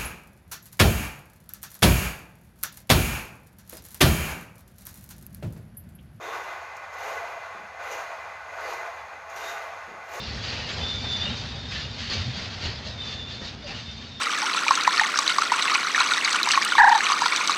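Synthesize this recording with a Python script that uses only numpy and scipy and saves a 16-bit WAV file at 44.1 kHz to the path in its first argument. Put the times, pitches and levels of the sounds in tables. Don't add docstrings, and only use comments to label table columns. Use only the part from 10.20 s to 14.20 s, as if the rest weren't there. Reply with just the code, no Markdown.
import sys
import numpy as np
from scipy import signal
from scipy.fft import rfft, irfft
from scipy.io import wavfile

SR = 44100
rng = np.random.default_rng(int(sys.argv[2]) if len(sys.argv) > 2 else 0)


def master(y):
    cut = np.clip(np.atleast_2d(y).T, -1, 1)
    pcm = np.round(cut * 32767)
    wavfile.write(sys.argv[1], SR, pcm.astype(np.int16))


N = 176400
T = np.arange(N) / SR
HZ = np.maximum(np.arange(N // 2 + 1) * SR / N, 1)

# time_s, rumble_db, roar_db, hiss_db
ROLLING_LEVELS = [(0, -40, -43, -38), (.6, -37, -41.5, -36.5), (1.1, -36.5, -43, -36.5),
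                  (1.45, -37.5, -46, -41.5), (1.75, -38.5, -47, -40.5), (2.3, -40, -45, -39.5),
                  (2.8, -40, -46, -42.5), (3.4, -40.5, -50, -46), (3.7, -43, -48, -43),
                  (4, -44.5, -51, -46)]
# frequency_hz, relative_db
RUMBLE_SPECTRUM = [(10, -53), (22, -36), (32, -27.5), (48, -16), (62, -1.5), (82, -1.5), (125, -3),
                   (165, -11), (225, -10.5), (300, -19), (500, -35.5), (1200, -75)]
ROAR_SPECTRUM = [(150, -32), (300, -6), (400, 1), (600, 1), (820, 0), (1050, -3), (1600, -3.5),
                 (2500, -6.5), (5000, -47), (12000, -65)]
HISS_SPECTRUM = [(700, -11.5), (1600, -4), (2200, -2.5), (2900, 1), (4600, 3), (5600, -5.5), (7100, -16.5),
                 (8600, -36), (10500, -38), (13000, -56), (15500, -46)]
# pitch_hz, width_hz, boost_db
STEEL_RESONANCES = [(1840, 64, 4), (3270, 56, 1), (3214, 32, -1.5), (4980, 120, -1), (5170, 34, -2),
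                    (5940, 40, -3), (6320, 59, 4), (7150, 91, -1), (7400, 73, 0), (8480, 60, 9.5)]
# time_s, pitch_hz, level_db
SQUEAL_CURVE = [(0, 3610, -40), (.2, 3660, -72), (.58, 3510, -63), (.63, 3530, -30.5), (.665, 3503, -36),
                (.71, 3570, -31), (.79, 3526, -37.5), (.82, 3610, -40.5), (.885, 3565, -34.5),
                (.94, 3525, -29), (1.0, 3515, -42), (1.014, 3500, -27), (1.08, 3720, -39),
                (1.15, 3760, -40), (1.23, 3604, -50), (1.33, 3730, -46), (1.5, 3620, -44),
                (1.7, 3660, -52.5), (2.09, 3664, -45), (2.3, 3660, -58), (2.7, 3660, -59),
                (2.81, 3600, -36.5), (2.9, 3533, -41), (2.95, 3570, -41.5), (3.0, 3520, -37),
                (3.15, 3525, -45), (3.28, 3690, -46), (3.38, 3620, -66), (3.58, 3672, -51),
                (3.68, 3610, -44), (3.78, 3640, -47), (3.85, 3650, -56.5), (4, 3605, -45)]
# time_s, wobble_share (a fraction of the pitch)
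SQUEAL_WOBBLE = [(0, .005), (2.8, .006), (2.95, .015), (3.25, .014), (3.6, .011)]
# start_s, length_s, pitch_hz, level_db
WAGON_DROPS = [(0.068, 0.11, 67.9, -37.5), (0.567, 0.086, 92, -35.5), (1.075, 0.048, 220, -34.5),
               (1.96, 0.063, 94, -29.5), (2.045, 0.059, 120.2, -29), (2.057, .03, 215, -37),
               (2.155, 0.033, 205, -39), (2.419, 0.074, 90.3, -32)]
# start_s, length_s, body_db, clang_db, sizzle_db
JOINT_RATTLES = [(.22, 0.093, -52, -38, -39), (0.31, 0.097, -46, -39, -45),
                 (0.468, 0.047, -44.5, -35.5, -38.5), (0.556, .05, -41.5, -44, -39.5),
                 (0.822, 0.018, -36, -43, -46), (0.983, 0.11, -46, -39, -44.5),
                 (1.148, 0.032, -48, -50, -39), (1.5, 0.065, -47.5, -37, -36),
                 (1.573, 0.034, -42, -37.5, -37), (1.769, 0.1, -60, -37.5, -38.5),
                 (1.887, 0.048, -37.5, -34, -32.5), (1.944, 0.081, -50, -39, -38.5),
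                 (2.147, 0.045, -40.5, -37.5, -38.5), (2.195, 0.061, -60, -42, -39.5),
                 (2.3, 0.047, -52, -44.5, -45), (2.399, .03, -39.5, -37, -38),
                 (2.428, 0.027, -35, -33, -33.5), (2.643, 0.036, -41, -45, -39),
                 (2.831, .11, -51, -44, -40.5), (3.079, 0.08, -50, -47, -43.5),
                 (3.205, 0.012, -37.5, -54, -43.5), (3.228, 0.058, -64, -43.5, -41.5),
                 (3.46, 0.06, -40.5, -39, -41), (3.53, 0.068, -61, -43.5, -41.5),
                 (3.675, 0.042, -65, -55, -51), (3.8, 0.033, -66, -47.5, -50.5)]
# frequency_hz, relative_db
BODY_SPECTRUM = [(120, 7), (220, 8.5), (330, 1.5), (550, 1.5), (850, -1), (1200, -9), (2000, -7),
                 (4000, -64), (12000, -80)]
CLANG_SPECTRUM = [(600, -29), (1200, -4.5), (1750, -1.5), (2200, -1), (2900, 3.5), (3500, -2.5),
                  (4500, -25), (8000, -52), (13000, -80)]
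SIZZLE_SPECTRUM = [(2000, -23), (3300, -4.5), (4000, 1.5), (4800, 2.5), (5600, -7.5), (6500, -10.5),
                   (7500, -21), (8700, -38.5), (10500, -42), (13000, -67), (15500, -41)]
# start_s, length_s, pitch_hz, level_db, glide_octaves_per_s
STEEL_SLIPS = [(.315, .06, 2900, -48, -1), (0.421, 0.055, 2870, -43, -1), (.51, 0.033, 7220, -52, 0.5),
               (1.049, 0.035, 2880, -38, -.8), (1.551, .05, 1740, -42.5, 0),
               (1.626, 0.033, 2840, -45, -0.5), (2.409, .11, 4580, -44, -0.3), (2.521, 0.037, 4880, -48, 4),
               (2.556, 0.035, 4760, -48, -3), (2.65, .055, 1830, -52, 0), (2.68, .06, 3930, -47, -2),
               (2.859, .035, 4560, -43, -1.2), (3.439, .03, 587, -40.5, -4.5),
               (3.435, 0.031, 4760, -47, 0.5)]


def from_db(db):
    return 10 ** (np.asarray(db) / 20)


def rms_one(x):
    return x / np.sqrt(np.mean(x ** 2) + 1e-20)


def in_time(rows):
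    times, *columns = np.transpose(rows)
    return [np.interp(T, times, column) for column in columns]


def colour(x, spectrum, boost=1):
    hz, db = np.transpose(spectrum)
    gain = from_db(np.interp(np.log(HZ), np.log(hz), db))
    return rms_one(irfft(rfft(x) * boost * gain, N))


def noise():
    return rng.standard_normal(N)


def drift(rate_hz):
    return rms_one(irfft(rfft(noise()) / (1 + (HZ / rate_hz) ** 2), N))


def swell(start_s, length_s, half_rise_s, tail_s):
    rise = np.clip((T - start_s) / half_rise_s / 2 + 1 / 4, 0, 1)
    tail = np.exp(-np.maximum(T - start_s - length_s, 0) / tail_s)
    return np.sin(np.pi / 2 * rise) ** 2 * tail


def resonance(hz, width_hz):
    return 1 / (1 + 2j * (HZ - hz) / width_hz)


def wavering_phase(hz, wobble_share, rate_hz):
    return 2 * np.pi * np.cumsum(hz * (1 + wobble_share * drift(rate_hz))) / SR


def short_tone(start_s, length_s, hz, db, edge_s, wobble_share, rate_hz):
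    tone = np.sqrt(2) * np.sin(wavering_phase(hz, wobble_share, rate_hz))
    return from_db(db) * swell(start_s, length_s, edge_s, edge_s) * tone


def pings(per_s=340, low_hz=350.4, high_hz=11134, ring_s=0.18, spread_db=6):
    out, t = np.zeros(N + SR), T[:SR // 4]
    span = N + len(t)
    fade = np.exp(-np.log(1000) * t / ring_s)
    for when, pitch, size in rng.random((int(per_s * span / SR), 3)):
        hz = (np.sqrt(low_hz) + pitch * (np.sqrt(high_hz) - np.sqrt(low_hz))) ** 2
        start = int(when * span)
        out[start:start + len(t)] += from_db(spread_db * size) * np.sin(2 * np.pi * hz * t) * fade
    return rms_one(out[len(t):span])


def chatter(spectrum, taps_per_s=900, spread_db=1.5, wash_share=0.53, ping_db=-3):
    sizes = from_db(spread_db * np.minimum(rng.exponential(1, N), 3)) * rng.choice([-1, 1], N)
    taps = rms_one(sizes * (rng.random(N) < taps_per_s / SR))
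    force = np.sqrt(1 - wash_share) * taps + np.sqrt(wash_share) * noise()
    steel = 1 + sum((from_db(db) - 1) * resonance(hz, width) for hz, width, db in STEEL_RESONANCES)
    return rms_one(colour(force, spectrum, steel) + from_db(ping_db) * colour(pings(), spectrum, steel))


def rolling(roar_flutter_db=1.2, hiss_flutter_db=0.8):
    rumble_db, roar_db, hiss_db = in_time(ROLLING_LEVELS)
    rumble = from_db(rumble_db) * colour(noise(), RUMBLE_SPECTRUM)
    roar = from_db(roar_db + roar_flutter_db * drift(rate_hz=9.9)) * colour(noise(), ROAR_SPECTRUM)
    hiss = from_db(hiss_db + hiss_flutter_db * drift(rate_hz=14)) * chatter(HISS_SPECTRUM)
    return rumble + roar + hiss


def wagon_hum(pitch_hz=230.3, level_db=-50.5):
    hollow_body = resonance(pitch_hz, width_hz=54) ** 2
    return from_db(level_db) * rms_one(irfft(rfft(noise()) * hollow_body, N))


def flange_squeal(wheel_hz=3635, wheel_db=-5, octave_db=-30.5, flutter_db=1.6):
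    hz, db = in_time(SQUEAL_CURVE)
    wobble_share, = in_time(SQUEAL_WOBBLE)
    phase = wavering_phase(hz, wobble_share, rate_hz=61)
    flange = np.sin(phase) + from_db(octave_db) * np.sin(2 * phase)
    wheel = np.sin(wavering_phase(wheel_hz, wobble_share=0.01071, rate_hz=79.3))
    loudness = np.sqrt(2) * from_db(db + flutter_db * drift(rate_hz=51))
    return loudness * (flange + from_db(wheel_db) * wheel)


def add_echoes(x, per_s=1500, decay_s=0.025, echo_db=-10):
    echoes = noise() * (rng.random(N) < per_s / SR) * np.exp(-T / decay_s)
    echoes /= np.sqrt(np.sum(echoes ** 2))
    return x + from_db(echo_db) * signal.fftconvolve(x, echoes[:SR // 2])[:N]


def wagon_thumps():
    return sum(short_tone(*drop, edge_s=0.016, wobble_share=0.12, rate_hz=49.4) for drop in WAGON_DROPS)


def joint_rattles(flutter_db=0.66):
    shapes = np.array([swell(start_s, length_s, half_rise_s=0.019, tail_s=0.045)
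                       for start_s, length_s, *_ in JOINT_RATTLES])
    gains = from_db(np.array(JOINT_RATTLES)[:, 2:])
    strengths = np.sqrt(gains.T ** 2 @ shapes ** 2)
    flutter = from_db(flutter_db * drift(rate_hz=32))
    spectra = (BODY_SPECTRUM, CLANG_SPECTRUM, SIZZLE_SPECTRUM)
    return flutter * sum(strength * chatter(spectrum) for strength, spectrum in zip(strengths, spectra))


def squeaks():
    out = np.zeros(N)
    for start_s, length_s, hz, db, glide in STEEL_SLIPS:
        from_middle_s = np.clip(T - start_s - length_s / 2, -length_s, length_s)
        pitch_hz = hz * 2 ** (glide * from_middle_s)
        out += short_tone(start_s, length_s, pitch_hz, db, edge_s=0.008, wobble_share=0.008, rate_hz=195)
    return out


def scene():
    wagons = rolling() + wagon_hum() + joint_rattles() + wagon_thumps()
    return (wagons + add_echoes(flange_squeal() + squeaks()))[None]


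def record(dry, fade_in_s=0.0013, cutoff_hz=15750):
    treble_cut = signal.ellip(12, 0.1, 80, cutoff_hz, fs=SR, output="sos")
    return signal.sosfilt(treble_cut, dry * np.minimum(T / fade_in_s, 1))


dry = scene()
out = record(dry)
master(out)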